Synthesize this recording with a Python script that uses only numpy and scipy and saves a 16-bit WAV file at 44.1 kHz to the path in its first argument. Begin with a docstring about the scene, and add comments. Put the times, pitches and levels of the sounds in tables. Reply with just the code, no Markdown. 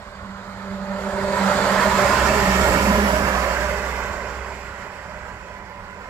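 """Diesel truck passing between snow banks

A heavy truck rolls past a hand-held camera that turns to follow it. Lugged tyres hum on three close pitches,
two from the front and one from the rear: sines on multiples of a rate, Doppler-bent and shaken.
Under them lie exhaust throb, gear whine and a low hum. Shaped noise gives rumble, boom, tyre roar and hiss;
narrow noise bands give the rising turbocharger whistle and a sinking hiss that rings in the microphone port.
Far traffic and faint ticks lie behind.
The two microphone ports hear it with different colours, the right one changing with the direction."""
import sys
import numpy as np
from scipy import signal
from scipy.io import wavfile
from scipy.ndimage import uniform_filter1d

SR = 44100
rng = np.random.default_rng(int(sys.argv[2]) if len(sys.argv) > 2 else 0)


def to_wav(sig):
    """Store sig (one row per channel, or 1-D mono) as 16-bit WAV at the path in sys.argv[1].

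    Samples outside -1..1 are clipped; the rate is SR.
    """
    pcm = np.clip(np.atleast_2d(sig), -1, 1) * 32767
    pcm = np.round(pcm).astype(np.int16)
    wavfile.write(sys.argv[1], SR, pcm.T)  # frames by channels


def gain_from_db(level_db):
    """Convert decibel levels to linear amplitude factors (20 dB per decade)."""
    decades = np.asarray(level_db, float) / 20
    return 10 ** decades


N = 268965  # length in samples
FRAME, HOP = 2048, 512  # spectral frames in samples
SPEED_M_S, KERB_M, SOUND_M_S = 8.0, 3.214, 343  # road speed, nearest distance, speed of sound


# Tread tones. Each: pitch at rest in Hz, time abeam in seconds, then rows of partials.
# Each row: multiple of the pitch, level in dB before swell and gain, share of the passing swell,
# seconds ahead of that swell, gain abeam in dB.
FRONT_THRUM = 191.5, 2.4, [(1, -32, 1.24, 0.71, 0.6)]  # front tread lugs slapping the road
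FRONT_LUGS = 193, 2.45, [(2, -42, 1.3, .3, .1), (3, -35, 1.13, 0.48, .1), (5, -45, 1.26, 0.16, .1)]
REAR_LUGS = 204, 3.1, [(1, -43.5, 0.93, 0.5, 14.5), (2, -52, 0.74, -0.37, 13), (3, -41, 1.18, 0.1, 3.4)]


def tyre_hum():
    """Tread lugs strike the road at a steady rate: three close pitches, two from the front, one from the rear."""
    thrum = hum(FRONT_THRUM, rough=0.3, wobble_s=0.034, far_share=0.6)
    front = hum(FRONT_LUGS, rough=0.42, wobble_s=0.013, far_share=0.4)
    rear = hum(REAR_LUGS, rough=0.4, wobble_s=0.012, far_share=0.44)
    return thrum + front + rear


# Exhaust tone: firings a second at rest, time abeam in seconds, then rows of partials.
# Each row: multiple, level in dB before swell and gain, share of the passing swell, seconds ahead, gain abeam in dB.
EXHAUST_FIRINGS = 64.3, 2.99, [(1, -41, .85, -.4, 11), (2, -52, 1.4, 0.16, 5.8)]


def exhaust_throb():
    """Regular firings make a low tone and its octave, steadier in pitch than the tyres."""
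    return hum(EXHAUST_FIRINGS, rough=0.1, wobble_s=0.04, far_share=0.9, fade_db=1.2)


# Gear tones. Each: pitch at rest in Hz, time abeam in seconds, then rows of partials.
# Each row: multiple, level in dB before swell and gain, share of the passing swell, seconds ahead, gain abeam in dB.
DRIVE_LINE_GEAR = 533, 2.8, [(1, -45, 1.35, 0.41, .1)]
AXLE_GEAR_TONE = 1012, 2.75, [(1, -47, 0.92, -0.025, 8)]


def gear_whine():
    """Drive line and axle gears each whine on one pitch, the axle far rougher."""
    drive_line = hum(DRIVE_LINE_GEAR, rough=0.22, wobble_s=0.046)
    axle = hum(AXLE_GEAR_TONE, rough=0.85, wobble_s=0.014, far_share=0.25)
    return drive_line + axle


# Low hum: pitch at rest in Hz, time abeam in seconds, then rows of partials.
# Each row: multiple, level in dB before swell and gain, share of the passing swell, seconds ahead, gain abeam in dB.
LOW_HUM_TONE = 103, 2.6, [(1, -54, 0.59, .3, .1)]


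def low_hum():
    """One soft partial below the tyre hum."""
    return hum(LOW_HUM_TONE, rough=0.33, wobble_s=0.03)


def hum(tone, rough, wobble_s, far_share=0.45, fade_db=0.8):
    """Sines on multiples of a rate, Doppler-bent, shaken in height and phase by uneven lugs or firings.
    Alongside, many wheels at unlike angles blur the pitch; from afar they merge into a cleaner line."""
    rest_hz, passes_s, partials = tone
    t, coarse_t = np.arange(N) / SR, np.arange(0, N + 256, 256) / SR
    speeding_up = 1 + 0.004 * (coarse_t - passes_s)  # share of pitch gained a second
    doppler = 1 - SPEED_M_S / SOUND_M_S * abeam(coarse_t, passes_s)[0]
    hz = rest_hz * speeding_up * doppler
    turns = np.cumsum(np.interp(t, coarse_t, hz)) / SR
    base_blur = rough * (far_share + (1 - far_share) * np.sqrt(nearness(t)))
    out = np.zeros(N)
    for multiple, *level in partials:
        multiple = round(multiple)
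        db = level_db(coarse_t, passes_s, *level) + swells_db(multiple * hz, coarse_t)
        db += fade_db * wander(len(coarse_t), size=12)
        blur = base_blur * multiple ** 0.85  # higher multiples blur more
        a, b = wander((2, N), max(int(wobble_s * SR), 1))
        shake = (1 + blur * (a + 1j * b)) / np.sqrt(1 + 2 * blur ** 2)
        sine = np.sqrt(2) * (shake * np.exp(2j * np.pi * multiple * turns)).real
        out += gain_from_db(np.interp(t, coarse_t, db)) * sine
    return out


# Swells and dips, short or long, of the tyre, gear, exhaust and low hum tones.
# Each row: centre in seconds, pitch in Hz, swell (or dip, if negative) in dB, length in seconds.
TONE_SWELLS = [(0.296, 196, 9.5, 0.067), (0.734, 193, 3, .08), (0.924, 197.4, 9, 0.053),
               (1.168, 191, 2, 0.046), (1.478, 195, 8.5, 0.075), (1.72, 193, 7, .11), (1.948, 193, 4.5, .1),
               (2.49, 191, 11, 0.088), (2.826, 191, 10, 0.17), (1.818, 208, 9, .08), (2.322, 208, 9, .1),
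               (2.96, 206, 12, .12), (3.28, 197, -7, .16), (2.22, 192, -6, .1), (4.053, 200, 7, 0.081),
               (.72, 395, 10, 0.085), (1.164, 397.6, 7, 0.22), (2.034, 391, 10.5, .1), (2.38, 389, 12, .07),
               (2.61, 386, 11, .07), (1.17, 402, 12, .07), (1.716, 413, 18, 0.057), (2.68, 414, 8, 0.12),
               (2.96, 402.5, 8, 0.18), (4.4, 400, 3.5, 0.36), (0.717, 583, 1.5, .07),
               (1.027, 600, 2, 0.084), (1.306, 580, 3.5, 0.15), (1.475, 589, 3.5, 0.076),
               (2.07, 593, 11, .1), (2.695, 569, 9.5, .08), (2.93, 569, 10, 0.12), (3.52, 567, 8.5, 0.073),
               (1.22, 620, 4.5, 0.064), (1.824, 623, 10.5, 0.17), (2.336, 624, 11.5, 0.2),
               (2.704, 623, 8.5, 0.1), (2.925, 616, 10, 0.078), (3.147, 615, 12, 0.1),
               (3.653, 602, 10, 0.18), (4.243, 601, 8.5, 0.11), (5.157, 603, 13, 0.26), (4.22, 63, -7, .08),
               (1.173, 972, 12, 0.082), (1.363, 980, 13, 0.094), (1.924, 988, 16, 0.067),
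               (3.15, 950, 12, 0.099), (3.59, 925, 5, .08), (1.746, 1026, 9, 0.094),
               (2.113, 1030, 8.5, 0.25), (2.943, 1003, 10, 0.13), (3.452, 995, 8.5, .12),
               (5.697, 999, 11.5, 0.75), (1.322, 542, 7, 0.13), (1.658, 543, 9, 0.1),
               (2.07, 530, 10.5, 0.094), (2.46, 535, 5, 0.054), (2.72, 534, 9, 0.11), (2.98, 526, 8, 0.084),
               (3.35, 522, 13.5, 0.29), (2.3, 129, 15, 0.44), (2.3, 64.6, 3, 0.13), (3.5, 63.5, 1.5, 0.25),
               (.5, 105.4, 13, .36), (4.0, 62.4, 0, 0.059), (4.416, 63.5, 6, 0.063)]


def swells_db(partial_hz, t):
    """Swells and dips of any partial that lies near the listed pitch at the listed moment."""
    s, swell_hz, db, length_s = np.transpose(TONE_SWELLS)[:, :, None]
    in_time = ((t - s) / length_s) ** 2
    in_pitch = (np.log(partial_hz / swell_hz) / 0.022) ** 2  # reach as a share of pitch
    return (db * np.exp(-in_time - in_pitch)).sum(0)


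# Spectra of exhaust rumble, body boom, tyre roar, engine bay hiss and fine fizz, in that order.
# Each row: frequency in Hz, relative density in dB per Hz.
NOISE_SPECTRA = [
    [(15, -12), (30, -4), (60, 0.5), (110, -6.5), (170, -1.5), (230, 1.5), (300, -68)],
    [(150, -30), (200, -22), (270, 2), (330, -3.5), (400, -6), (480, -26), (600, -40)],
    [(330, -22), (450, -5.5), (620, -3), (800, -1.5), (1000, -3.5), (1300, -3.5), (1700, -7), (2100, -11),
     (2800, -16.5), (4000, -21)],
    [(1500, -5.5), (2300, -2), (3200, -2), (4500, -5.5), (6000, -7.5), (7300, -2.5), (8200, -5.5),
     (8700, -13.5), (9200, -25)],
    [(8000, -19), (8900, -2), (9800, -2.5), (11500, -3.5), (13000, -6), (14500, -10), (15700, -14),
     (17000, -30)],
]
# The same five noises in the same order.
# Each row: time abeam in seconds, level in dB before swell and gain, share of the passing swell,
# seconds ahead of that swell, gain abeam in dB.
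NOISE_PASSING = [(2.78, -39, 0.63, 0.11, 8.5), (2.78, -44, 0.83, -.1, 11.5),
                 (2.9, -25, 1.004, 0.0047, -0.03), (2.5, -34, 1.166, -0.0041, 4.5),
                 (2.9, -54, 1.18, 0.0085, 8.5)]


def truck_noise_power(hz, t):
    """Power of the five broad noises of the truck; its motion slides the spectra below 4 kHz."""
    bins = np.arange(len(hz))
    slide = np.outer(hz < 4000, 0.0088 * bearing_and_lag(t)[0])
    heard_bins = bins[:, None] * (1 + slide)
    power = np.zeros((len(hz), len(t)))
    for spectrum, level in zip(NOISE_SPECTRA, NOISE_PASSING):
        shape = spectrum_power(spectrum, hz)[0]
        power += np.interp(heard_bins, bins, shape) * gain_from_db(level_db(t, *level)) ** 2
    return power


# High band: port resonance at first, then the turbocharger whistle.
# Each row: time in seconds, centre in Hz, relative level in dB.
TURBO_WHISTLE = [(0, 10800, -90), (1.2, 11100, -74), (1.8, 11600, -56), (2.2, 12580, -57),
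                 (2.6, 13120, -54), (3, 13900, -57), (3.5, 13800, -63), (4.0, 14000, -64),
                 (4.4, 14300, -80), (4.8, 14440, -84), (6.1, 14420, -90)]


def turbo_power(hz, t):
    """A fuzzy high band, broad from port resonance at first, then a narrower rising whistle."""
    coming = np.clip(-bearing_and_lag(t)[0], 0, 1)
    return band(TURBO_WHISTLE, hz, t, width_hz=260 + 240 * coming)


# Narrow hiss, ringing in the microphone port, sinking from about 8 to 7 kHz as the truck passes.
# Each row: time in seconds, centre in Hz, relative level in dB.
PORT_HISS = [(0, 8100, -66), (.95, 8100, -73), (1.05, 8300, -54.5), (1.3, 8160, -48.5), (1.6, 8100, -42),
             (2.2, 8000, -45), (2.7, 7600, -37.5), (3.2, 7300, -50), (4.0, 7150, -48), (4.6, 7252, -56.5),
             (5.3, 7250, -61), (6.1, 7250, -85)]


def port_hiss_power(hz, t):
    """A narrow band of hiss, ringing in the microphone port, that sinks in pitch as the truck passes."""
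    return band(PORT_HISS, hz, t, width_hz=480)


# Far traffic. Each row: frequency in Hz, relative density in dB per Hz.
TOWN_SPECTRUM = [(10, -9), (35, -1), (60, -1), (100, -6), (160, -24), (300, -30), (600, -45)]


def town_power(hz):
    """Steady low rumble of far traffic."""
    return spectrum_power(TOWN_SPECTRUM, hz).T * gain_from_db(-48) ** 2


def noise_size(hz, t):
    """Magnitudes of all noises of truck and town, with drifting patches, narrow surges and treble gusts."""
    power = truck_noise_power(hz, t) + turbo_power(hz, t) + port_hiss_power(hz, t) + town_power(hz)
    patches = evened(uniform_filter1d(wander((len(t), len(hz)), size=20).T, size=3))
    # short narrow-band surges at random pitches
    surges = evened(uniform_filter1d(wander((len(t), len(hz)), size=3).T, size=9))
    gusts = np.outer(np.sqrt(hz / 8000), wander(len(t), size=2))
    flicker_db = 1.0 * patches + 1.5 * surges + 0.71 * gusts
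    return np.sqrt(power) * gain_from_db(flicker_db + 0.5)  # half a dB of overall lift


# Faint high ticks near the right port. Each row: start in seconds, level in dB before each port's gain.
TICK_TIMES = [(5.5737, -64), (5.69, -64), (5.7932, -67), (5.99, -69), (6.0397, -67)]


def ticks(hz=13400, length_s=0.0036):
    """Short puffs of narrow treble noise, stronger at the right port."""
    t, out = np.arange(600) / SR, np.zeros(N)
    for s, db in TICK_TIMES:
        start = round(s * SR)
        a, b = wander((2, len(t)), size=24)
        narrow_noise = ((a + 1j * b) * np.exp(2j * np.pi * hz * t)).real
        puff = gain_from_db(db) * np.exp(-(t / length_s - 1.5) ** 2) * narrow_noise
        out[start:][:len(t)] += puff[:N - start]
    return out * gain_from_db([[-12], [3]])  # gain in dB at the left and right port


# How loud the truck arrives as it nears, clears the snow bank, passes and leaves.
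# Each row: time in seconds, level of the passing swell in dB.
PASSING_SWELL = [(0, -19.5), (.5, -17.5), (.85, -15.5), (1.1, -10.5), (1.28, -7), (1.42, -2.16),
                 (1.75, -0.6), (2.08, 0.54), (2.3, -0.1), (2.7, -0.36), (2.95, -1.5), (3.5, -3.5),
                 (3.9, -7), (4.3, -11.5), (4.8, -15.5), (5.3, -17.5), (5.7, -19.5), (6.1, -18.5)]


def level_db(t, passes_s, db, share, ahead_s, abeam_db):
    """A part follows the passing swell by its own share and gains while it is alongside."""
    return db + share * follow(PASSING_SWELL, t + ahead_s)[0] + abeam_db * abeam(t, passes_s)[1]


def abeam(t, passes_s):
    """Sine and cosine of the angle to a part of the truck that is alongside at passes_s."""
    along_m = SPEED_M_S * (t - passes_s)
    range_m = np.hypot(along_m, KERB_M)
    return along_m / range_m, KERB_M / range_m


# Where the truck is seen from. Each row: time in seconds, bearing (-1 coming, 0 alongside, 1 leaving; no unit),
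# delay of the left port behind the right in ms.
TRUCK_BEARING = [(0, -1.5, -0.12), (.8, -0.86, -0.092), (1.6, -0.78, -0.057), (2.1, -0.25, -0.0075),
                 (2.6, 0.35, 0.14), (3.1, 0.12, 0.2), (3.6, 0.75, 0.11), (4.4, 1.03, 0.062),
                 (6.1, 0.61, 0.14)]


def bearing_and_lag(t):
    """Bearing of the truck and lag of the left port in ms at each moment."""
    return follow(TRUCK_BEARING, t)


def nearness(t):
    """1 with the truck alongside, 0 when it is far up or down the road."""
    return 1 - np.clip(abs(bearing_and_lag(t)[0]), 0, 1)


# Colour of the right port over the left, before its cavity ring.
# Each row: frequency in Hz, then gain in dB coming, alongside and leaving.
RIGHT_COLOUR = [(60, 3.8, 4.3, 4.5), (500, 4.7, 5.2, 5.4), (1220, 10, 9, 8), (2010, 9, 11.5, 13),
                (2700, -1, 7, 8), (3800, 7, -2, -4), (4660, 11.5, 8, 8), (5880, 2, 7.5, 8.5),
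                (6510, 4.5, 1.5, -.6), (8200, -4, -3.5, -3), (9350, 1.2, 7.5, 7.5), (11300, 14, 13, 10),
                (12800, 7, 10.5, 11), (15000, 11.4, 13, 11.7)]


def right_port(hz, t):
    """Colour of the camera body and arrival time at the right port, both turning with the bearing."""
    bearing, lag_ms = bearing_and_lag(t)
    coming, alongside, leaving = read(RIGHT_COLOUR, hz)[:, :, None]
    side = np.clip(bearing, -1, 1)
    colour_db = alongside + np.maximum(-side, 0) * (coming - alongside)
    colour_db += np.maximum(side, 0) * (leaving - alongside)
    ring_hz, ring_width_hz, ring_db = 7260, 270, 4.5  # cavity of the port
    colour_db += ring_db / (1 + ((hz[:, None] - ring_hz) / ring_width_hz) ** 2)
    return gain_from_db(colour_db) * np.exp(2j * np.pi * np.outer(hz, lag_ms * 1e-3))


# Agreement of the ports while the truck is far. Each row: frequency in Hz, left-right likeness from 0 to 1.
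PORT_LIKENESS = [(50, 0.91), (300, 1), (700, 0.9), (1300, 0.8), (2200, 0.63), (3500, 0.39), (6000, 0.089),
                 (10000, 0.087)]


def likeness(hz, t, spread=1.05):
    """Alongside, the long truck fills a wide angle and the ports agree less."""
    return np.clip(read(PORT_LIKENESS, hz).T, 0, 1) ** (1 + spread * nearness(t))


# Echo off the chest of whoever holds the camera. Each row: time in seconds, left delay in ms,
# left share of the direct sound in the bass, right delay in ms, right share likewise.
CHEST_ECHO = [(0, 2.05, .2, 1.75, .15), (.5, 2.0, .3, 2.25, .15), (1.2, 2.0, .35, 2.25, .25),
              (1.8, 1.97, .35, 2.25, .2), (2.1, 1.8, .3, 2.22, .35), (2.7, 1.6, .15, 2.24, .4),
              (3.0, 1.6, .05, 2.3, .25), (3.15, 1.8, .05, 1.82, .2), (3.6, 1.93, .1, 1.85, .2),
              (3.8, 1.95, .45, 1.95, .45), (4.5, 2.0, .35, 2.0, .3), (5.1, 2.02, .25, 2.0, .2),
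              (6.1, 2.05, .25, 2.02, .3)]


def echo(hz, t, soft_hz=3500):
    """The comb of one close reflection a port; cloth swallows its treble."""
    left_ms, left, right_ms, right = follow(CHEST_ECHO, t)
    share = np.array([left, right])[:, None] / (1 + (hz[:, None] / soft_hz) ** 2)
    delay_ms = np.array([left_ms, right_ms])[:, None]
    return 1 + share * np.exp(-2j * np.pi * hz[:, None] * delay_ms * 1e-3)


def band(rows, hz, t, width_hz):
    """Power of a fuzzy band that follows a curve of pitch and level."""
    centre_hz, db = follow(rows, t)
    bump = np.exp(-0.5 * ((hz[:, None] - centre_hz) / width_hz) ** 2)
    return bump / bump.sum(0) * gain_from_db(db) ** 2


def spectrum_power(points, hz):
    """Power spectrum through the points, falling away to the top, scaled to sum 1."""
    power = gain_from_db(read(points + [(SR / 2, -90)], hz)) ** 2
    return power / power.sum()


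def read(points, hz):
    """Spectrum rows joined on a log-frequency axis."""
    f, *values = np.transpose(points)
    return np.array([np.interp(np.log(hz + 1), np.log(f + 1), v) for v in values])


def follow(rows, t):
    """Curve rows joined in time."""
    s, *columns = np.transpose(rows)
    return np.array([np.interp(t, s, c) for c in columns])


def wander(shape, size):
    """Smooth chance of rms 1, averaged twice along the last axis."""
    return evened(uniform_filter1d(uniform_filter1d(rng.standard_normal(shape), size), size))


def evened(x):
    """Scales to rms 1."""
    return x / np.sqrt(np.mean(abs(x) ** 2) + 1e-20)


def scene():
    """Tones reach both ports alike before port colour and echo; the noises agree only in part."""
    tones = tyre_hum() + exhaust_throb() + gear_whine() + low_hum()
    hz, t, lines = signal.stft(tones, SR, nperseg=FRAME, noverlap=FRAME - HOP)
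    a, b, c, d = rng.standard_normal((len(t), len(hz), 4)).T
    shared, own = a + 1j * b, c + 1j * d
    same, size = likeness(hz, t), noise_size(hz, t)
    left = lines + size * shared
    right = lines + size * (same * shared + np.sqrt(1 - same ** 2) * own)
    spectra = echo(hz, t) * [left, right * right_port(hz, t)]
    ports = signal.istft(spectra, SR, nperseg=FRAME, noverlap=FRAME - HOP)[1]
    return ports[:, :N] + ticks()


def top_cut(x):
    """Nothing passes above the cut-off."""
    return signal.sosfilt(signal.butter(12, 15780, fs=SR, output="sos"), x)


def record(dry):
    """The microphones drop the deepest bass."""
    low_cut = signal.butter(N=2, Wn=38, btype="high", fs=SR, output="sos")
    mix = signal.sosfilt(low_cut, dry)
    return top_cut(mix)


dry = scene()
out = record(dry)
to_wav(out)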